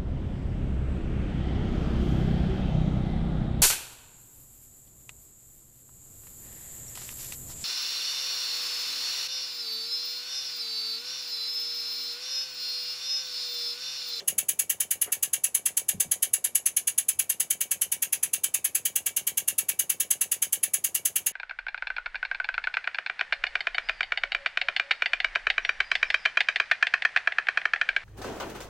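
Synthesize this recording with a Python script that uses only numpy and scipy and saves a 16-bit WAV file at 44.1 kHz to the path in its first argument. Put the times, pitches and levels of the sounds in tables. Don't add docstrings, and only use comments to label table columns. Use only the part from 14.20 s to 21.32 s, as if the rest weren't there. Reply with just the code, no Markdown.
import sys
import numpy as np
from scipy import signal
from scipy.fft import rfft, irfft, next_fast_len
from scipy.io import wavfile
from scipy.ndimage import uniform_filter1d

SR = 44100
rng = np.random.default_rng(int(sys.argv[2]) if len(sys.argv) > 2 else 0)


def to_wav(sig):
    pcm = np.clip(np.atleast_2d(sig), -1, 1) * 32767
    pcm = np.round(pcm).astype(np.int16)
    wavfile.write(sys.argv[1], SR, pcm.T)


N = 313987
TIME_S = np.arange(N) / SR
FREQ_HZ = np.maximum(np.fft.rfftfreq(8192, 1 / SR), 1)


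def from_db(db):
    return 10 ** (np.asarray(db) / 20)


def unit_rms(x):
    return x / np.sqrt(np.mean(x ** 2) + 1e-20)


def curve_at(points, at):
    return np.interp(at, *np.transpose(points))


def spectrum_db(points):
    hz, db = np.transpose(points)
    return np.interp(np.log(FREQ_HZ), np.log(hz), db)


def bell(hz, width_hz):
    return 1 / (1 + (2 * (FREQ_HZ - hz) / width_hz) ** 2)


def colour(x, response_db):
    cepstrum = irfft(np.log(from_db(response_db)))
    half = len(cepstrum) // 2
    folded = np.r_[cepstrum[0], 2 * cepstrum[1:half], np.zeros(half)]
    impulse = irfft(np.exp(rfft(folded)))[:half]
    return signal.fftconvolve(x, impulse)[:N]


def cut(x, hz, kind, order=2):
    return signal.sosfilt(signal.butter(order, hz, kind, fs=SR, output="sos"), x)


def noise():
    return rng.standard_normal(N)


def flutter(rate_hz):
    return unit_rms(cut(noise(), rate_hz, "low"))


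def clicks_at(times_s, db):
    return np.bincount((np.asarray(times_s) * SR).astype(int), from_db(db), minlength=N)[:N]


def ring(clicks, hz, t60_s):
    r, w = from_db(-60 / (t60_s * SR)), 2 * np.pi * hz / SR
    return signal.lfilter([0, np.sin(w)], [1, -2 * r * np.cos(w), r * r], clicks + 1e-18)


def strike(modes, times_s, db, scatter_db, tilt_db_oct=0):
    spread_db = rng.normal(0, scatter_db, (len(times_s), len(modes)))
    out = np.zeros(N)
    for k, (hz, mode_db, t60_s) in enumerate(modes):
        blow_db = db + mode_db + spread_db[:, k] + tilt_db_oct * np.log2(hz / 500)
        out += (-1) ** k * ring(clicks_at(times_s, blow_db), hz, t60_s)
    return out


# freq_hz, density_db
ROOM_SPECTRUM = [(25, -26), (45, -14), (80, 0), (130, -1.5), (250, -2), (500, -2.5), (900, -4.5),
                 (1500, -13), (4000, -21), (10000, -12), (16000, -29)]

def room_noise(level_db, side_db):
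    mid, side = [unit_rms(colour(noise(), spectrum_db(ROOM_SPECTRUM))) for _ in range(2)]
    return from_db(level_db) * (mid + from_db(side_db) * side * np.array([[1], [-1]]))


# time_s, turns_per_s
FLYWHEEL_SPEED = [(0.0, 9.627), (0.79, 9.387), (1.15, 9.509), (1.65, 8.575), (2.11, 9.192), (2.74, 9.395),
                  (3.27, 9.648), (4.06, 9.635), (5.08, 9.598), (5.56, 9.553), (6.54, 9.495), (7.1, 9.497)]

def port_openings(first_s=.0731):
    angle_turns = np.cumsum(curve_at(FLYWHEEL_SPEED, TIME_S)) / SR
    angle_turns -= np.interp(first_s, TIME_S, angle_turns)
    return np.interp(np.arange(int(angle_turns[-1]) + 1), angle_turns, TIME_S)


def each_turn(points):
    return curve_at(points, port_openings())


def turns():
    opens_s = port_openings()
    opens_s = np.r_[2 * opens_s[0] - opens_s[1], opens_s]
    turn = np.searchsorted(opens_s, TIME_S, side="right") - 1
    return turn, TIME_S - opens_s[turn]


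def strokes(shape, level_db, scatter_db):
    turn, age_s = turns()
    stroke_db = level_db + scatter_db * rng.standard_normal(len(level_db))
    return from_db(curve_at(shape, age_s) + np.r_[0, stroke_db][turn])


def air_note(modes, sag_hz, scatter_hz):
    turn, age_s = turns()
    power = sum(from_db(db) ** 2 * bell(hz, width_hz) ** 2 for hz, width_hz, db in modes)
    note = signal.hilbert(colour(noise(), 10 * np.log10(power)), next_fast_len(N))[:N]
    detune_hz = scatter_hz * rng.standard_normal(turn[-1] + 1)
    shift_hz = detune_hz[turn] - sag_hz * np.tanh(age_s / .009 - 1)
    return note * np.exp(2j * np.pi * np.cumsum(shift_hz) / SR)


# freq_hz, density_db
JET_SPECTRUM = [(200, -51), (500, -22), (900, -19), (1350, -18.5), (1700, -13.5), (3000, -6), (3950, -12),
                (5600, -13), (6400, 0.5), (8400, -4.5), (9600, 1), (11500, 0.0), (13500, -9), (15600, -9)]
# centre_hz, width_hz, gain_db
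PASSAGE_PEAKS = [(1620, 110, 6), (1810, 150, 6.5), (2300, 170, 7.5), (3650, 140, 4), (4900, 250, 3),
                 (5520, 220, 4), (6140, 70, 4), (6580, 160, 4), (6880, 300, 4), (7750, 390, 5),
                 (8520, 160, -4), (9065, 130, 2), (9650, 250, 3), (10270, 160, 3.5), (12050, 200, 5),
                 (12315, 80, 7), (12900, 200, 8), (13500, 80, 5), (13780, 300, 6), (14490, 190, 9),
                 (15140, 130, 6), (15650, 200, 5)]

def passages(flow):
    peaks_db = sum(db * bell(hz, width_hz) for hz, width_hz, db in PASSAGE_PEAKS)
    return unit_rms(colour(flow, spectrum_db(JET_SPECTRUM) + peaks_db))


# age_s, level_db
PUSH_FLOW = [(0, -31.5), (.004, -14), (.008, -3), (.018, -1), (.027, -13.5), (.038, -11.5), (.055, -49)]
# time_s, gain_db
PUSH_GAIN = [(.3, -2.5), (1.3, -2.2), (2.5, -1.75), (3.6, -2.1), (4.9, -1.5), (7.1, -2)]
# pitch_hz, width_hz, level_db
BORE_MODES = [(2831, 267, 7.5), (3430, 280, -5)]
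# time_s, grip_fraction
FINGER_GRIP = [(.8, 0.12), (1.2, 0.57), (2.0, 0.95), (2.75, 0.76), (3.0, 0.23), (5.0, 0.08), (7.1, 0.3)]

def push_out(sputter, split_hz, level_db, bore_db, full_grip_db):
    flow = sputter * strokes(PUSH_FLOW, each_turn(PUSH_GAIN), scatter_db=.4)
    hiss = passages(cut(flow * noise(), split_hz, "low", order=4))
    damping = from_db(full_grip_db * curve_at(FINGER_GRIP, TIME_S))
    bore = unit_rms(flow * damping * air_note(BORE_MODES, sag_hz=20, scatter_hz=139.25).real)
    return from_db(level_db) * hiss + from_db(bore_db) * bore


# peak_s, sigma_s, level_db, centre_hz
HAND_RUBS = [(0.025, 0.014, -50, 483), (0.127, 0.12, -68, 170), (.17, 0.12, -61, 420),
             (0.887, 0.0067, -42.5, 560), (0.878, 0.019, -52, 1450), (1.192, 0.015, -65, 95),
             (2.122, 0.028, -66, 90), (2.984, 0.033, -66, 90)]

def hand_rubs():
    out = np.zeros(N)
    for peak_s, sigma_s, db, hz in HAND_RUBS:
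        friction = unit_rms(cut(noise(), [hz / np.sqrt(2), hz * np.sqrt(2)], "band"))
        swell = np.exp(-.5 * ((TIME_S - peak_s) / sigma_s) ** 2)
        out += from_db(db) * swell * friction
    return out


# age_s, level_db
BLOWDOWN_FLOW = [(0, -78), (.002, -23), (.0045, -10), (.0085, -1), (.013, -2.5), (.018, -11.5), (.024, -18),
                 (.04, -80.5)]
# time_s, gain_db
HAND_SHADE = [(.2, 3), (.9, 3.5), (1.3, 1), (2.4, -1.5), (3.0, 2.8), (4.3, 2), (4.8, 4), (6.2, 3.5),
              (6.8, 3.2)]

def blowdown(sputter, split_hz, level_db, full_grip_db, shade_hz):
    flow = sputter * strokes(BLOWDOWN_FLOW, full_grip_db * each_turn(FINGER_GRIP), scatter_db=.4)
    treble = from_db(curve_at(HAND_SHADE, TIME_S)) * cut(noise(), shade_hz, "high", order=8)
    jet = treble + cut(noise(), shade_hz, "low", order=8)
    return from_db(level_db) * passages(cut(flow * jet, split_hz, "high", order=4))


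# pitch_hz, width_hz, level_db
WHISTLE_MODES = [(10630, 220, -6), (10995, 44, 1.5), (11270, 150, -11), (11800, 28, -13)]
# time_s, gain_db
WHISTLE_GAIN = [(.2, 1), (.95, -1), (1.15, 3), (2.7, 2), (3.6, -1), (4.45, -0.5), (4.85, -3.5), (5.6, 0),
                (6.6, .7), (7.1, -.7)]

def port_whistle(level_db, warble_db, build_s):
    note = air_note(WHISTLE_MODES, sag_hz=89.7, scatter_hz=34.29)
    saturated = note.real / np.sqrt(uniform_filter1d(np.abs(note) ** 2, size=200) + 1e-12)
    _, age_s = turns()
    onset = np.clip(age_s / build_s, 0, 1)
    flow = strokes(BLOWDOWN_FLOW, each_turn(WHISTLE_GAIN), scatter_db=1.2)
    warble = from_db(warble_db * flutter(rate_hz=330))
    return from_db(level_db) * unit_rms(saturated * onset * warble * flow)


# time_s, level_db
CRANK_LEVEL = [(0, -50), (.4, -56.5), (1.2, -55.5), (1.6, -52.5), (2.1, -54), (2.78, -69), (3.0, -57),
               (4.3, -57), (5.4, -54), (7.1, -56)]
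# pitch_hz, gain_db, t60_s
BASE_MODES = [(78, -20, .16), (97, -16, .17), (130, -14, .1), (183, -12, .11), (260, -8, .025),
              (345, -4, .025), (440, -1, .028), (497, -2, .036), (590, -4, .032), (745, -7, .03)]
# pitch_hz, gain_db, t60_s
METAL_MODES = [(2290, 0, .07), (2370, -2, .05), (2707, -7, .08), (6440, -5, .09), (6596, -4, .1),
               (6750, -4, .1), (6903, -4, .1), (10640, -2, .08), (10942, -2, .08)]

def crank(slack_gain_db, slack_delay_s, knock_gain_db, knock_delay_s, metal_db):
    slack_s, knock_s = port_openings() + slack_delay_s, port_openings() + knock_delay_s
    level_db = each_turn(CRANK_LEVEL)
    tilt = .5 + 5.5 * each_turn(FINGER_GRIP)
    slack = strike(BASE_MODES, slack_s, level_db + slack_gain_db, scatter_db=2.5, tilt_db_oct=tilt)
    knock = strike(BASE_MODES, knock_s, level_db + knock_gain_db, scatter_db=.8, tilt_db_oct=tilt)
    metal = strike(METAL_MODES, knock_s, metal_db, scatter_db=4.5)
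    return slack + knock + metal


# start_s, level_db
BASE_CONTACTS = [(1.741, -28), (1.75, -30), (1.774, -31), (1.855, -28), (1.868, -34), (1.891, -37)]

def base_bumps(mat_cutoff_hz):
    start_s, level_db = np.transpose(BASE_CONTACTS)
    blows = strike(BASE_MODES, start_s, level_db, scatter_db=3.5, tilt_db_oct=2.5)
    return cut(blows, mat_cutoff_hz, "low", order=3)


# delay_s, gain_db
BENCH_ECHOES = [(.000635, -14), (.00102, -20), (.002177, -22), (.0058, -22), (.018, -18), (.0205, -19)]

def workshop(x, wet_db, low_t60_s, high_t60_s, build_s):
    age_s = TIME_S[:SR // 3]
    diffuse = cut(rng.standard_normal(len(age_s)), 300, "high")
    low = cut(diffuse, 7500, "low") * from_db(-60 * age_s / low_t60_s)
    high = cut(diffuse, 7500, "high") * from_db(-60 * age_s / high_t60_s)
    tail = (low - high) * (1 - np.exp(-age_s / build_s))
    echoes = clicks_at(*np.transpose(BENCH_ECHOES))[:len(age_s)]
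    response = echoes + from_db(wet_db) * tail / np.sqrt(np.sum(tail ** 2))
    return x + signal.fftconvolve(x, response)[:N]


def stereo_pair(x, treble_side_db, balance_db, low_side_db):
    delayed = np.r_[np.zeros(SR // 200), x][:N]
    low = from_db(low_side_db) * cut(delayed, 460, "low", order=4)
    treble = from_db(treble_side_db) * cut(x, 10000, "high")
    side = treble + from_db(balance_db) * x + low
    return np.array([x + side, x - side])


def scene():
    ambience = room_noise(level_db=-59, side_db=-13)
    sputter = from_db(2 * flutter(rate_hz=1170))
    split_hz = 5210
    near = push_out(sputter, split_hz, level_db=-42.5, bore_db=-48, full_grip_db=-6)
    near += hand_rubs()
    near += blowdown(sputter, split_hz, level_db=-31, full_grip_db=2, shade_hz=11570)
    near += port_whistle(level_db=-33.5, warble_db=1.3, build_s=.0051)
    near += crank(slack_gain_db=6, slack_delay_s=.023,
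                  knock_gain_db=13, knock_delay_s=.0485, metal_db=-55.5)
    near += base_bumps(mat_cutoff_hz=230)
    room = workshop(near, wet_db=-9, low_t60_s=.145, high_t60_s=.112, build_s=.0046)
    return ambience + stereo_pair(room, treble_side_db=-19, balance_db=-46, low_side_db=-20)


def record(dry):
    lowpass = signal.ellip(12, .1, 80, 15780, fs=SR, output="sos")
    return signal.sosfilt(lowpass, cut(dry, 48, "high"))


dry = scene()
out = record(dry)
to_wav(out)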